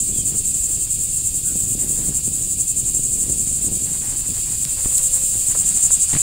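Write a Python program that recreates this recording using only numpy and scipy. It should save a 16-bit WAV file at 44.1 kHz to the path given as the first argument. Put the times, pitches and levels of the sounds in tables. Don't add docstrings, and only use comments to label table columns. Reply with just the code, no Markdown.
import sys
import numpy as np
from scipy import signal
from scipy.fft import rfft, irfft, next_fast_len
from scipy.io import wavfile
from scipy.ndimage import map_coordinates

SR = 44100
rng = np.random.default_rng(int(sys.argv[2]) if len(sys.argv) > 2 else 0)


def store_wav(level_fs):
    pcm = np.round(np.clip(np.atleast_2d(level_fs), -1, 1) * 32767)
    wavfile.write(sys.argv[1], SR, pcm.T.astype(np.int16))


N = 274293


def from_db(db):
    return 10 ** (np.asarray(db) / 20)


def rms_one(x):
    return x / np.sqrt(np.mean(x ** 2) + 1e-20)


def peak_one(x):
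    return x / (np.abs(x).max() + 1e-20)


def in_time(rows):
    s, *columns = np.transpose(rows)
    return [np.interp(np.arange(N) / SR, s, c) for c in columns]


def add(out, s, sound):
    i = int(np.clip(round(s * SR), 0, N - 1))
    out[i:i + len(sound)] += sound[:N - i]


def white():
    return rng.standard_normal(N)


def colour(x, spectrum):
    size = next_fast_len(2 * (len(x) // 2) + 8192, real=True) // 2 * 2
    hz, db = np.transpose(spectrum)
    bins = np.maximum(np.arange(size // 2 + 1) * SR / size, 1)
    skirt_db = -40 * np.maximum(np.log2(hz[0] / bins), 0)
    gain_db = np.interp(np.log(bins), np.log(hz), db) + skirt_db
    cepstrum = irfft(np.log(from_db(gain_db)))
    cepstrum[1:size // 2] *= 2
    cepstrum[size // 2 + 1:] = 0
    response = np.exp(rfft(cepstrum))
    return irfft(rfft(x, size) * response)[:len(x)]


def drift(per_s):
    knots = rng.standard_normal(4000)
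    return rms_one(np.interp(np.arange(N) / SR * per_s, np.arange(len(knots)), knots))


def uneven_sizes(spread_db, deviates):
    return from_db(spread_db * np.clip(deviates, -2, 2)) * rng.choice([-1, 1], len(deviates))


def grains(per_s, spread_db):
    born = rng.random(N) < per_s / SR
    return born * uneven_sizes(spread_db, rng.standard_normal(N))


def crack(low_hz, high_hz, t60, splinter=1.0):
    t = np.arange(4096) / SR
    tail = splinter * rng.standard_normal(len(t)) * from_db(-60 * t / t60)
    band = signal.butter(2, [low_hz, high_hz], "band", fs=SR, output="sos")
    return peak_one(signal.sosfilt(band, (t == 0) + tail))


def thicket(x, count, echo_db, lag_s, sway_s):
    n, out = np.arange(N), x
    for k in range(count):
        lag = lag_s * (k + 1) ** 1.3 + sway_s * drift(5)
        out = out + from_db(echo_db) * map_coordinates(x, [n - lag * SR], order=3)
    return rms_one(out)


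def tymbals(tone, count, ribs_per_s, jitter, uneven_db):
    clicks = np.zeros(N)
    for _ in range(count):
        gap, size = rng.standard_normal((2, 12000))
        at = (np.cumsum(np.exp(jitter * gap)) / ribs_per_s * SR).astype(int)
        strength = uneven_sizes(uneven_db, size)
        clicks += np.bincount(at[at < N], strength[at < N], N)
    return colour(clicks, tone)


THROB_RISE, THROB_HOLD, THROB_FALL = 0.25, 0.28, 0.27


def cicada(course, per_s, tone, ribs_per_s, gain_db, uneven_db=1.5, waver_db=0.67):
    lag_s, level_db = in_time(course)
    beats = per_s * (np.arange(N) / SR - lag_s) + .5
    phase, beat = beats % 1, np.maximum(beats, 0).astype(int)
    start = (1 - THROB_RISE - THROB_HOLD - THROB_FALL) / 2
    rise, fall = (phase - start) / THROB_RISE, (1 - start - phase) / THROB_FALL
    throb = np.clip(np.minimum(rise, fall), 0, 1)
    beat_db = uneven_db * np.tanh(rng.standard_normal(beat.max() + 1))[beat]
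    strength_db = beat_db + waver_db * drift(110)
    buzz = tymbals(tone, count=2, ribs_per_s=ribs_per_s, jitter=.3, uneven_db=2.5)
    buzz = thicket(buzz, count=3, echo_db=-10.0, lag_s=.0014, sway_s=.00008)
    return throb * from_db(level_db + gain_db + strength_db) * buzz


# (time [s], lag behind its beat [s], level before trim [dB])
QUICK_COURSE = [(0.0, 0.0082, -21), (0.8, 0.044, -21.5), (1.6, 0.056, -24), (2.65, 0.068, -18.5),
                (3.7, 0.067, -22.5), (4.1, 0.067, -26), (4.7, 0.064, -24), (5.0, 0.056, -17.5),
                (5.4, 0.065, -22), (5.85, 0.06, -13.5), (6.22, 0.06, -17)]
SLOW_COURSE = [(0.0, -0.055, -22.5), (1.6, -0.038, -20.5), (2.3, 0.00084, -25.5), (3.1, -0.051, -23),
               (3.7, -0.052, -21.5), (4.1, -0.048, -26), (4.7, -0.055, -25), (5.0, -0.063, -18),
               (5.4, -0.053, -21), (6.22, -0.048, -21.6)]
# (frequency [Hz], relative level [dB])
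QUICK_RING = [(4000, -54), (5600, -29.5), (6000, -23), (6500, -12), (7000, -4), (7300, 1.5), (7900, 0.5),
              (8300, -3), (8650, -3.5), (9300, -8), (10600, -19), (13300, -27), (15600, -20.5)]
SLOW_RING = [(4000, -53), (5700, -29.5), (6500, -16.5), (7100, -3.5), (7700, 3), (8300, -2), (8700, 1.5),
             (9300, -6.5), (10600, -21.5), (13000, -21.5), (15600, -16)]


def near_cicadas():
    quick = cicada(QUICK_COURSE, per_s=11.4, tone=QUICK_RING, ribs_per_s=800, gain_db=0.8)
    slow = cicada(SLOW_COURSE, per_s=9.2, tone=SLOW_RING, ribs_per_s=760, gain_db=0.4)
    return quick + slow


# (time [s], level before trim [dB])
CHORUS_COURSE = [(0, -25.5), (1.7, -24), (2.5, -26.5), (3.7, -23.5), (4.7, -24.5), (5.0, -21.5),
                 (6.22, -21.5)]
# (frequency [Hz], relative level [dB])
CHORUS_RING = [(4000, -47.5), (5800, -24.5), (6500, -13.5), (7200, 0.5), (7900, -0.5), (8700, -3.5),
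               (9500, -8), (10800, -16), (13500, -21), (15600, -18.5)]


def chorus(trim_db=-0.63, swell_db=1.0):
    level_db, = in_time(CHORUS_COURSE)
    crowd = tymbals(CHORUS_RING, count=4, ribs_per_s=600, jitter=.4, uneven_db=0.5)
    crowd = thicket(crowd, count=3, echo_db=-7.5, lag_s=.0019, sway_s=.00008)
    return from_db(level_db + trim_db + swell_db * drift(60)) * crowd


# (time [s], top treble gain [dB])
MIC_FACING = [(0, -1.5), (1.8, 1), (3.5, -1.5), (5.0, 0.5), (5.45, 0), (5.8, -4.5), (6.22, -3)]


def turned(x, corner_hz=10300):
    facing_db, = in_time(MIC_FACING)
    top = signal.sosfiltfilt(signal.butter(4, corner_hz, "high", fs=SR, output="sos"), x)
    return x + (from_db(facing_db) - 1) * top


# (time [s], rumble level before trim [dB], flutter level before trim [dB])
FIRE_COURSE = [(0.0, -32.5, -32.5), (0.7, -34, -37.5), (1.3, -34.5, -37.5), (1.8, -33.0, -30.5),
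               (2.6, -35.5, -36.5), (3.2, -33.5, -32.5), (3.7, -34, -34), (4.3, -35.5, -37),
               (5.0, -36, -42), (5.6, -36.5, -37), (6.22, -35.5, -45)]
# (frequency [Hz], relative level [dB])
RUMBLE_COLOUR = [(12, 2), (25, 0), (60, 0.5), (80, -4), (110, -1.5), (170, -12), (300, -30), (700, -51)]
FLAP_COLOUR = [(30, -6), (80, -3.5), (140, 0.5), (230, -2.5), (320, -6.5), (450, -13.5), (700, -24),
               (1200, -37.5), (2500, -40.5)]
# (time [s], peak level before trim [dB])
STRONG_FLAPS = [(1.556, -21.5), (1.751, -22), (2.092, -20.5), (2.279, -21.5), (2.993, -22.5), (3.298, -21),
                (3.723, -23.5), (3.916, -25)]


def flames(rumble_trim_db=-1.0, flutter_trim_db=-3.0, flap_trim_db=1.5, gust_db=2.0):
    rumble_db, flutter_db = in_time(FIRE_COURSE)
    rumble = rms_one(colour(white(), RUMBLE_COLOUR))
    tongues = grains(per_s=420, spread_db=4.0) * from_db(gust_db * drift(20))
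    flutter = rms_one(colour(tongues, FLAP_COLOUR))
    out = from_db(rumble_db + rumble_trim_db) * rumble + from_db(flutter_db + flutter_trim_db) * flutter
    pulse = peak_one(colour(signal.unit_impulse(4096), FLAP_COLOUR))
    for s, db in STRONG_FLAPS:
        add(out, s, -from_db(db + flap_trim_db) * pulse)
    return out


# (time [s], peak level [dB], low edge [Hz], high edge [Hz], 60 dB decay of the tail [s])
WOOD_SNAPS = [(4.6515, -6.5, 3500, 10100, 0.0017), (4.9816, -0.5, 4950, 12600, 0.0042),
              (5.548, -26, 302, 1400, 0.084), (5.906, -22, 477, 1520, 0.0071)]


def snaps():
    out = np.zeros(N)
    for s, db, low_hz, high_hz, t60 in WOOD_SNAPS:
        add(out, s, from_db(db) * crack(low_hz, high_hz, t60))
    return out


# (time [s], thud level [dB], thud pitch [Hz], tick level [dB], tick centre [Hz])
HAND_BUMPS = [(4.848, -34, 45, -26, 900), (4.858, -19, 48, -26, 595), (4.859, -18.5, 266, -40, 520),
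              (5.355, -23.5, 207, -48, 500), (6.132, -19, 171.2, -17.5, 1457),
              (6.139, -14, 163, -18.5, 1600), (6.151, -16, 140, -16, 1900), (6.159, -15, 146, -26, 1290),
              (6.1655, -16, 171, -19.5, 1300), (6.172, -22, 130, -20, 1000)]


def handling(ring_cycles=2.3, tick_spread=2.6):
    out, t = np.zeros(N), np.arange(4096) / SR
    for s, thud_db, hz, tick_db, tick_hz in HAND_BUMPS:
        decay = np.exp(-np.log(1000) * t * hz / ring_cycles)
        thud = peak_one(np.sin(2 * np.pi * hz * t) * decay)
        tick = crack(tick_hz / tick_spread, tick_hz * tick_spread, t60=0.012)
        add(out, s, from_db(tick_db) * tick - from_db(thud_db) * thud)
    return out


# (time [s], pitch [Hz], level [dB])
HOOT_COURSE = [(4.6, 528, -63), (4.76, 523, -52), (4.95, 518, -50.5), (5.2, 521, -50.5), (5.47, 521, -54),
               (5.55, 542, -71)]


def hoot(waver_hz=0.9, waver_db=1.0):
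    hz, level_db = in_time(HOOT_COURSE)
    phase = 2 * np.pi * np.cumsum(hz + waver_hz * drift(17)) / SR
    return np.sqrt(2) * from_db(level_db + waver_db * drift(23)) * np.sin(phase)


# (time [s], length [s], start pitch [Hz], end pitch [Hz], level at the crest [dB])
FAR_CHEEPS = [(0.095, 0.12, 3430, 3280, -47), (0.158, 0.091, 3230, 3130, -42.5),
              (1.419, 0.14, 1520, 1470, -51.5)]


def cheeps(warble_hz=70):
    out = np.zeros(N)
    for s, length, start_hz, end_hz, db in FAR_CHEEPS:
        size = int(length * SR)
        hz = np.linspace(start_hz, end_hz, size) + warble_hz * drift(250)[:size]
        whistle = np.sqrt(2) * np.sin(2 * np.pi * np.cumsum(hz) / SR)
        add(out, s, from_db(db) * np.hanning(size) * whistle)
    return out


# (time [s], far insects' level before trim [dB], foliage level before trim [dB])
WOOD_COURSE = [(0.0, -41, -55), (1.3, -40.9, -55), (1.8, -41, -49.5), (2.5, -41.5, -54.5),
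               (3.3, -41, -54.5), (4.0, -40.0, -49), (4.8, -38, -46.5), (5.5, -37.5, -47.5),
               (6.22, -35.8, -45.5)]
# (frequency [Hz], relative level [dB])
INSECT_COLOUR = [(1600, -23), (2050, -14.5), (2350, -1.5), (2630, 3.5), (2900, 1.5), (3300, 2), (3500, 1),
                 (3750, 3), (4100, 2), (4500, 6), (4850, 6.5), (5300, 2), (6500, -0.5), (9000, -9.5)]
LEAF_COLOUR = [(300, -13.5), (550, 0.5), (900, 2), (1300, -1), (2000, 0.5), (3000, -10), (6000, -26)]


def wood(insects_trim_db=-1.5, leaves_trim_db=-2.5, stir_db=2.8, hush_db=5.0):
    insects_db, leaves_db = in_time(WOOD_COURSE)
    insects = thicket(colour(white(), INSECT_COLOUR), count=3, echo_db=-9.5, lag_s=.0021, sway_s=.00012)
    stirring_db = stir_db * np.tanh(drift(16)) + hush_db * np.tanh(drift(40))
    leaves = rms_one(from_db(stirring_db) * colour(white(), LEAF_COLOUR))
    return from_db(insects_db + insects_trim_db) * insects + from_db(leaves_db + leaves_trim_db) * leaves


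def scene():
    cicadas = turned(near_cicadas() + chorus())
    mono = cicadas + flames() + snaps() + handling() + hoot() + cheeps() + wood()
    return np.array([mono, mono])


# (frequency [Hz], relative level [dB])
SIDE_NOISE_COLOUR = [(40, -8), (500, -4), (1200, -36), (2600, 5), (5000, 12.5), (7500, -23), (11000, -8),
                     (15500, 10)]


def record(dry, noise_db=-53, cutoff_hz=15700):
    noise = np.array([rms_one(colour(white(), SIDE_NOISE_COLOUR)) for _ in dry])
    steep_cut = signal.ellip(16, .1, 100, cutoff_hz, fs=SR, output="sos")
    return signal.sosfilt(steep_cut, dry + from_db(noise_db) * noise)


dry = scene()
out = record(dry)
store_wav(out)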